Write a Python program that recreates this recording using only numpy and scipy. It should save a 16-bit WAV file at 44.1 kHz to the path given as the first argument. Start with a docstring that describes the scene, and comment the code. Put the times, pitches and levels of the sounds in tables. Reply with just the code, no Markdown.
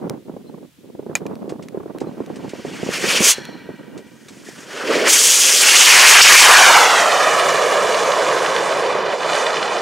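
"""Lift-off of a solid-fuel rocket

Beside the pad in an open field, wind eddies buffet the microphone and a distant bird peeps.
The igniter pops; the motor spits, smoulders, hisses and chuffs, then catches and lifts off its rail.
Large eddies in the jet roar and fine turbulence hisses. As the rocket climbs, the roar sinks in pitch,
steepens into crackling shocks, and is comb-filtered by its echo from the ground."""
import sys
import numpy as np
from scipy import signal
from scipy.fft import rfft, irfft, next_fast_len
from scipy.io import wavfile
from scipy.ndimage import uniform_filter1d, minimum_filter1d

SR = 44100
rng = np.random.default_rng(int(sys.argv[2]) if len(sys.argv) > 2 else 0)


def store_pcm(level_fs):
    """Save levels as 16-bit WAV."""
    pcm = np.round(np.clip(level_fs, -1, 1) * 32767).astype(np.int16)
    wavfile.write(sys.argv[1], SR, np.atleast_2d(pcm).T)


N = 432621
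T = np.arange(N) / SR
COARSE_T = T[::64]

# left-right coherence of the wind and of the jet: f/Hz, coherence
WIND_COHERENCE = [(60, 0.093), (300, 0.41)]
JET_COHERENCE = [(100, 0.98), (300, 0.92), (6500, 1)]
# attempts to light, as pressure builds and a flame billows out:
# t_full/s, t_end/s, roar level/dB, hiss level/dB, flame level/dB, f_eddy/Hz
ATTEMPTS = [(3.07, 3.27, -22.5, -26.5, -28.5, 2160), (4.92, 5.07, -20, -33.5, -19.5, 1600)]
CATCH_S, CATCH_DB_PER_S = 5.09, 648   # onset of the steady burn


def from_db(db):
    """Amplitude ratio of a level."""
    return 10 ** (np.asarray(db) / 20)


def rms_one(x):
    """Normalisation to unit rms."""
    return x / np.sqrt(np.mean(x ** 2) + 1e-20)


def at_hz(points, hz):
    """Interpolation of a spectrum on a log-frequency axis."""
    f, value = np.transpose(points)
    return np.interp(np.log(hz + 1e-9), np.log(f), value)


def band(x, low_hz, high_hz, order=2):
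    """Causal band-pass filtering."""
    sos = signal.butter(order, [low_hz, min(high_hz, SR / 2 - 1)], "band", fs=SR, output="sos")
    return signal.sosfilt(sos, x + 1e-18)


def drift(rate_hz, t=T):
    """Slow random fluctuation: low-passed noise of unit rms."""
    r = np.exp(-2 * np.pi * rate_hz * COARSE_T[1])
    slow = signal.lfilter([1], [1, -2 * r, r * r], rng.standard_normal(2 * len(COARSE_T)))
    return np.interp(t, COARSE_T, rms_one(slow[len(COARSE_T):]))


def pan(left_db):
    """Channel gains for a left-right level difference."""
    return from_db(np.array([[.5], [-.5]]) * left_db)


def noise(spectrum, coherence):
    """Partially coherent stereo noise of a given spectral shape and unit rms."""
    size = next_fast_len(N)
    hz = np.arange(size // 2 + 1) * SR / size
    alike = np.clip(at_hz(coherence, hz), 0, 1)
    mid, side = rfft(rng.standard_normal((2, size))) * from_db(at_hz(spectrum, hz))
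    channels = np.sqrt(1 + alike) * mid + np.sqrt(1 - alike) * side * [[1], [-1]]
    return rms_one(irfft(channels, size)[:, :N])


def ring(force, modes):
    """Forced response of damped modes (f/Hz, level/dB, t60/s)."""
    out = 0
    for hz, db, t60 in modes:
        r, w = from_db(-60 / (t60 * SR)), 2 * np.pi * hz / SR
        out += signal.lfilter([0, from_db(db) * np.sin(w)], [1, -2 * r * np.cos(w), r * r], force + 1e-18)
    return out


def bursts(rows, rise_s):
    """Envelope of exponentially decaying events (t/s, level/dB, t60/s)."""
    out = np.zeros(N)
    for s, db, t60 in rows:
        start = int(s * SR)
        age = T[:min(N - start, SR)]
        out[start:start + len(age)] += from_db(db - 60 * age / t60) * (1 - np.exp(-age / rise_s))
    return out


def clicks(rows):
    """One impulse for each row (t/s, level/dB)."""
    out = np.zeros(N)
    for s, db, *_ in rows:
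        out[int(s * SR)] = from_db(db)
    return out


def swell(start, end, db, rise_db_per_s, fall_db_per_s, t=T):
    """Power that grows exponentially, holds from start to end, and decays."""
    level = db - rise_db_per_s * np.maximum(start - t, 0) - fall_db_per_s * np.maximum(t - end, 0)
    return from_db(np.maximum(level, -150)) ** 2


def field(level_db=-56):
    """Ambient noise: the steady floor of the open field."""
    # background spectrum: f/Hz, level/dB
    spectrum = [(25, -18), (140, 1.5), (500, -17.5), (3400, -14), (5000, -18.5), (15500, -23.5)]
    return from_db(level_db) * noise(spectrum, WIND_COHERENCE)


def wind(lumpy_db=4.5, surge_db=-2, tear_db=-14, tear_knee_db=-38):
    """Turbulent pressure: eddies break on the microphone; the strongest thump, surge and tear."""
    # spells of audible wind, ducked under the loud chuff and the lift-off: t_start/s, t_end/s, level/dB
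    spells = [(0, 0.178, -31), (0.26, 0.648, -38), (0.85, 1.02, -37.5), (1.07, 2.812, -33),
              (2.824, 3.24, -30), (3.39, 4.01, -36.5), (4.06, 5.08, -44), (6.9, 9.8, -47.5)]
    # single hard buffets: t/s, level/dB
    buffets = [(0.041, -21.5), (0.068, -26), (0.295, -24.5), (0.365, -25), (0.615, -44), (0.845, -45),
               (0.993, -25), (1.064, -24.5), (1.096, -23), (1.216, -22), (1.255, -18), (1.311, -24.5),
               (1.442, -30), (1.478, -25), (1.522, -19.5), (1.745, -19), (1.772, -20), (1.801, -26),
               (1.858, -24), (1.948, -22), (2.015, -16.5), (2.07, -24.5), (2.203, -18.5), (2.301, -19.5),
               (2.445, -25), (2.534, -21.5), (2.649, -20.5), (2.83, -16), (2.889, -16.5), (3.04, -15),
               (3.205, -14), (3.382, -24.5), (3.69, -24), (4.487, -31.5)]
    # wind spectrum: f/Hz, level/dB
    spectrum = [(25, -35), (65, -27), (150, -1), (240, 3), (400, -2.5), (560, -8.5), (900, -35.5),
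                (2000, -59.5)]
    envelope = np.sqrt(sum(swell(*spell, rise_db_per_s=279, fall_db_per_s=400) for spell in spells))
    surges = bursts([(s, db + surge_db, .06) for s, db in buffets], rise_s=0.0011)
    pressure = np.hypot(envelope * rms_one(from_db(lumpy_db * drift(40.6))), surges)
    thumps = band(ring(clicks(buffets), [(380, 10, 0.017)]), 333, 910)
    tearing = rms_one(band(noise([(500, 15.0), (1000, 3.5), (4000, -35.0)], WIND_COHERENCE), 575, 4000))
    tear_gain = from_db(tear_db) * pressure * np.minimum(pressure / from_db(tear_knee_db), 2)
    rumble = pressure * noise(spectrum, WIND_COHERENCE)
    return (rumble + tear_gain * tearing + thumps) * pan(left_db=-3)


def igniter(crack_db=-5, spray_db=-9, ring_db=-3):
    """Impulsive excitation: each snap cracks and sprays grit; the longer ones ring the casing."""
    # snaps of the igniter and sparks: t/s, level/dB, t60/s
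    snaps = [(0.0973, 4, 0.0051), (1.1533, -4.5, 0.074), (1.265, -16, 0.022), (1.3545, -14.5, .006),
             (1.685, -16, 0.014), (1.985, -10.5, 0.007), (2.262, -17, 0.0092), (2.538, -19, 0.0067),
             (3.026, 0, 0.0053), (3.453, -6, 0.0069)]
    # modes of the motor casing: f/Hz, level/dB, t60/s
    casing_modes = [(1830, -16, 0.036), (2415, -2.5, 0.038), (6500, -8, 0.024), (7060, 2.5, 0.0089)]
    spray = bursts(snaps, rise_s=.0001) * rng.standard_normal(N)
    crack = band(from_db(crack_db) * clicks(snaps) + from_db(spray_db) * spray, 300, 3000, order=1)
    longest = max(t60 for _, _, t60 in snaps)
    blows = clicks([(s, db + 40 * np.log10(t60 / longest)) for s, db, t60 in snaps])
    return crack + from_db(ring_db) * ring(blows, casing_modes)


def bird(peep_hz=4100, peep_s=0.013):
    """Tone pulses: a distant bird peeps, each peep a sine under a Gaussian envelope."""
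    # peeps: t/s, level/dB
    peeps = [(.48, -54), (2.08, -54)]
    envelope = sum(from_db(db) * np.exp(-((T - s) / peep_s) ** 2) for s, db in peeps)
    return envelope * np.sin(2 * np.pi * peep_hz * T)


def spits(t60=0.095):
    """Turbulent outflow: the motor spits soft puffs of hissing gas."""
    # puffs: t/s, level/dB
    puffs = [(1.493, -36.5), (1.624, -41.5), (2.003, -38), (2.357, -39), (2.492, -35), (3.976, -40),
             (4.283, -36)]
    gas = noise([(1000, -5), (2200, 0.5), (8000, -4.0), (14000, -26)], JET_COHERENCE)
    return bursts([(s, db, t60) for s, db in puffs], rise_s=0.0011) * gas


def smoulder():
    """Cavity resonance: the hollow motor sounds as it smoulders."""
    # spells of smouldering: t_peak/s, level/dB, rise/(dB/s), fall/(dB/s)
    spells = [(3.36, -40.5, 13.5, 18), (4.85, -51, 70, 85)]
    # modes of the cavity: f/Hz, level/dB, t60/s
    cavity_modes = [(970, -7, 0.07), (1590, 1.5, 0.02), (1907, 1.5, 0.022), (2330, 0.5, 0.016),
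                    (2830, 0.5, 0.0074)]
    envelope = np.sqrt(sum(swell(s, s, db, rise, fall) for s, db, rise, fall in spells))
    fade_in = np.interp(T, [1.2, 2.2], [0, 1])
    return envelope * fade_in * rms_one(ring(rng.standard_normal(N), cavity_modes))


def climb(t, liftoff_s=5.261, to_45_deg_s=1.512):
    """Steadily growing thrust: height and distance (in pad distances), and elevation in degrees."""
    height = (np.maximum(t - liftoff_s, 0) / to_45_deg_s) ** 3
    return height, np.hypot(1, height), np.degrees(np.arctan(height))


def swerves(t):
    """Brief excursions: roar, hiss and pitch briefly rise or dip; close to the pad the jet wavers, and high in
    the climb the sound fades and swells on its way through the air."""
    # Gaussian excursions: t/s, half-length/s, roar level/dB, hiss level/dB, pitch shift/octaves
    excursions = [(5.497, 0.11, 1, -1, -0.037), (5.677, 0.065, 3, -1.5, 0.039),
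                  (6.023, 0.02, -1, -1.5, -0.094), (6.103, 0.032, 0, 6, 0.037),
                  (6.177, 0.057, 2.5, 2.5, -0.14), (6.227, 0.013, -1, -2, 1.55),
                  (6.33, 0.025, 0.5, 4.5, -0.48), (6.382, 0.045, 0.5, 5.5, 0.48),
                  (9.008, 0.18, 0, -9.5, -0.32), (9.183, 0.028, -5.5, -2, -0.14), (9.367, 0.08, 2, 6, 0.29)]
    return sum(np.outer(change, np.exp(-((t - s) / half) ** 2)) for s, half, *change in excursions)


def jet_levels(t, cone_deg=47.3, cone_edge_deg=5.2, pad_clear_deg=2.8, fade_db_per_s=176):
    """Directivity and distance set the burn's roar and hiss (dB); outflows on the pad add in power."""
    # gas seeping before each attempt: t_start/s, t_end/s, roar level/dB, hiss level/dB
    leaks = [(2.75, 2.9, -39, -47), (4.62, 4.8, -44, -43)]
    # brief flares of the propellant: t_start/s, t_end/s, roar level/dB, hiss level/dB
    chuffs = [(2.93, 2.98, -26.5, -32), (3.095, 3.125, -20.5, -24.5), (3.155, 3.18, -18.5, -30),
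              (3.243, 3.318, -19, -10), (5.075, 5.09, -12.5, -45)]
    _, distance, angle = climb(t)
    doublings = np.log2(distance)
    in_cone = .5 + .5 * np.tanh((angle - cone_deg) / (2 * cone_edge_deg))   # quieter from behind
    pad_muffle_db = 15 * np.exp(-angle / pad_clear_deg)
    roar_swerve, hiss_swerve, _ = swerves(t)
    roar = -4.5 - pad_muffle_db - 8 * in_cone - 1.63 * doublings + roar_swerve
    hiss = -10.5 - 12.5 * in_cone - 2.5 * doublings + hiss_swerve
    power = swell(CATCH_S, np.inf, np.array([roar, hiss]), CATCH_DB_PER_S, fade_db_per_s, t)
    for rows, *slopes_db_per_s in ((leaks, 33.5, 33.5), (ATTEMPTS, 77.5, fade_db_per_s), (chuffs, 525, 954)):
        for start, end, roar_db, hiss_db, *_ in rows:
            power += swell(start, end, np.array([[roar_db], [hiss_db]]), *slopes_db_per_s, t)
    return 10 * np.log10(power)


def eddy_hz(t, side_hz=2780, rear_hz=544, rear_deg=79.4):
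    """Directivity of pitch: larger, deeper eddies are heard as the jet turns its back."""
    on_pad = np.interp(t, [ATTEMPTS[0][1], ATTEMPTS[1][0]], [row[-1] for row in ATTEMPTS])
    turned = np.minimum(climb(t)[2] / rear_deg, 1)
    burning = side_hz * (rear_hz / side_hz) ** turned * 2 ** swerves(t)[2]
    return np.where(t < CATCH_S, on_pad, burning)


def jet(hiss_gain_db=-1.0, wander_octaves=0.2, patchy_db=1.32, focus_db=4.5, focus_octaves=0.28):
    """Turbulent mixing: large eddies roar around a wandering peak; fine ones hiss, duller when weak."""
    # colouring of the roar at the microphone: f/Hz, level/dB
    roar_colour = [(70, -21), (170, -1), (265, -8.5), (370, 0.5), (800, 1.5), (2900, -1.5), (3800, -2),
                   (5200, -2.5), (12000, -17.5)]
    # hiss spectrum: f/Hz, level/dB
    hiss_spectrum = [(2000, -63), (3100, -1.5), (3900, -2.5), (4900, -3), (6300, 2.5), (8000, -2),
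                     (10000, -5.5), (12500, -14), (15500, -19.5)]
    edges = np.geomspace(50, 16000, 29)
    centres = np.sqrt(edges[1:] * edges[:-1])[:, None]
    widths = np.diff(edges)[:, None]
    roar_db, hiss_db = jet_levels(COARSE_T)
    swirl = np.interp(COARSE_T, [6.5, 7.2], [1, .3])   # strongest while the plume is close
    peak_hz = eddy_hz(COARSE_T) * 2 ** (wander_octaves * swirl * drift(16.5, COARSE_T))
    octaves = np.log2(centres / peak_hz)
    knee = 0.87   # octaves over which a rise of 12 dB/octave turns into a fall of 10
    hump_db = -knee * (12 * np.logaddexp(0, -octaves / knee) + 10 * np.logaddexp(0, octaves / knee))
    crest_db = focus_db * swirl * np.exp(-(octaves / focus_octaves) ** 2)
    roar = from_db(hump_db + crest_db + at_hz(roar_colour, centres))
    dulling_db_per_octave = 0.095 * np.clip(-10 - hiss_db, 0, 22)
    treble_octaves = np.maximum(np.log2(centres / 5000), 0)
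    hiss = from_db(at_hz(hiss_spectrum, centres) - dulling_db_per_octave * treble_octaves)
    roar, hiss = (shape ** 2 / np.sum(shape ** 2 * widths, axis=0) for shape in (roar, hiss))
    density = np.sqrt(roar * from_db(roar_db) ** 2 + hiss * from_db(hiss_db + hiss_gain_db) ** 2)
    white = [noise([(SR, 0)], JET_COHERENCE) for _ in range(2)]
    # the burn is uneven until it catches
    sputter_db = np.interp(COARSE_T, [5.0, 5.2], [1.6, .6]) * drift(24.5, COARSE_T)
    out = 0
    for k, band_density in enumerate(density):
        gain = band_density * from_db(sputter_db + patchy_db * drift(25.6, COARSE_T)) * np.sqrt(SR / 2)
        out += np.interp(T, COARSE_T, gain) * band(white[k % 2], edges[k], edges[k + 1])
    return out


def pad_colour(x):
    """Inverse-square fading: a peak and a hollow in the exhaust's treble vanish as the rocket leaves."""
    # peak and hollow near the pad: f/Hz, Q, level/dB
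    features = [(2950, 4.3, 1.5), (3830, 4.1, -5)]
    near = 1 / climb(T)[1] ** 2
    for hz, q, db in features:
        x = x + near * (from_db(db) - 1) * signal.lfilter(*signal.iirpeak(hz, q, fs=SR), x)
    return x


def flame(flicker_db=2, rise_db_per_s=101, fall_db_per_s=300):
    """Combustion noise: the flame billows at each attempt, then burns on and fades with distance."""
    # flame spectrum: f/Hz, level/dB
    spectrum = [(80, -38), (200, -10), (450, 4.5), (600, 1), (800, -16), (1200, -20), (2500, -51)]
    billows = sum(swell(start, end, db, rise_db_per_s, fall_db_per_s) for start, end, *_, db, _ in ATTEMPTS)
    burn_db = -32.5 - 2 * np.log2(climb(T)[1])
    burn = swell(CATCH_S, np.inf, burn_db, CATCH_DB_PER_S, fall_db_per_s)
    envelope = np.sqrt(billows + burn) * from_db(flicker_db * drift(26))
    return envelope * noise(spectrum, JET_COHERENCE) * pan(left_db=-2.4)


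def blast_plate(chuff_end_s=3.335, level_db=-33, t60=0.84):
    """Modal ringing: the steel blast plate sounds on after a chuff."""
    # modes of the plate: f/Hz, level/dB, t60/s
    plate_modes = [(1760, 9, 0.018), (3340, -2, 0.05), (4050, -1, 0.17), (4290, 2.5, 0.085),
                   (5600, 5, 0.01)]
    envelope = bursts([(chuff_end_s, level_db, t60)], rise_s=0.0035)
    return envelope * rms_one(ring(rng.standard_normal(N), plate_modes))


def echoes(x):
    """Comb filtering: reflections strengthen with elevation, and the comb sinks as their lags grow."""
    # paths by the ground, an edge of the pad (inverted) and the pad: t/s, lag/ms, relative amplitude
    ground = [(6.3, .75, .3), (6.7, 1.37, .62), (7.2, 1.67, .62), (7.6, 1.735, .55), (8.4, 1.745, .4),
              (9.8, 1.71, .4)]
    edge = [(6.6, 1.46, -0.38), (7.1, 1.7, -0.042), (8.4, 1.77, -0.13), (9.5, 1.83, -0.27)]
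    pad = [(7.4, 2, 0.033), (8.5, 1.97, 0.23)]
    dulled = (x + uniform_filter1d(x, size=3)) / 2
    reflected = 0
    for path in (ground, edge, pad):
        s, lag_ms, strength = np.transpose(path)
        earlier = T - np.interp(T, s, lag_ms) / 1000
        delayed = np.array([np.interp(earlier, T, channel) for channel in dulled])
        reflected += np.interp(T, s, strength) * delayed
    height, distance, _ = climb(T)
    return height / distance * reflected


def air(x, cut_hz=10500, height_scale=12.5):
    """Atmospheric absorption: a long path takes away the top of the treble."""
    far = 1 - np.exp(-climb(T)[0] / height_scale)
    dulled = signal.sosfiltfilt(signal.butter(2, cut_hz, fs=SR, output="sos"), x)
    return x + far * (dulled - x)


def crackle(base_per_s=220, level_db=9, shock_db=16, tail_db=5, tail_t60=0.016):
    """Nonlinear steepening: the jet's waves become shocks, the strong ones with a ragged tail."""
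    # strong shocks: t/s, level/dB
    shocks = [(7.945, -4.5), (8.119, -6), (8.462, -5), (8.564, -3), (9.332, -7.5), (9.466, -5.5),
              (9.569, -6), (9.628, -5.5)]
    born = rng.random(N) < base_per_s * np.interp(T, [6.8, 9.3], [0, 1]) * from_db(4 * drift(8)) / SR
    spread_db = 4.5 * np.minimum(rng.exponential(1, N), 3)
    hiss_db = np.interp(T, COARSE_T, jet_levels(COARSE_T)[1])
    sizes = from_db(level_db + .5 * hiss_db + spread_db)   # shocks fade half as fast as the hiss
    tails = bursts([(s, db + tail_db, tail_t60) for s, db in shocks], rise_s=0.0017)
    strong = from_db(shock_db) * clicks(shocks) + tails * rng.standard_normal(N)
    return band(born * sizes + strong, 470, 3740, order=3)


def scene(flight_db=-1.0):
    """Superposition: the exhaust and its echoes, a little to the right once aloft, over pad and field."""
    exhaust = pad_colour(jet()) + crackle()
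    exhaust = air(exhaust + echoes(exhaust))
    aloft = np.interp(T, [6.4, 7.2], [0, 1])
    exhaust = exhaust * pan(left_db=-2.3 * aloft) * from_db(flight_db * aloft)
    return exhaust + flame() + smoulder() + blast_plate() + igniter() + spits() + wind() + field() + bird()


def record(dry, ceiling=1.384, low_cut_hz=65, high_cut_hz=15700):
    """Band limiting and saturation: the microphone thins the bass; peaks are limited, then clip."""
    thin = signal.sosfilt(signal.butter(2, low_cut_hz, "high", fs=SR, output="sos"), dry)
    allowed_gain = ceiling / np.maximum(np.abs(thin).max(axis=0), ceiling)
    limited = thin * uniform_filter1d(minimum_filter1d(allowed_gain, size=128), size=128)
    clipped = limited / (1 + limited ** 12) ** (1 / 12)
    return signal.sosfilt(signal.ellip(10, .1, 70, high_cut_hz, fs=SR, output="sos"), clipped)


dry = scene()
out = record(dry)
store_pcm(out)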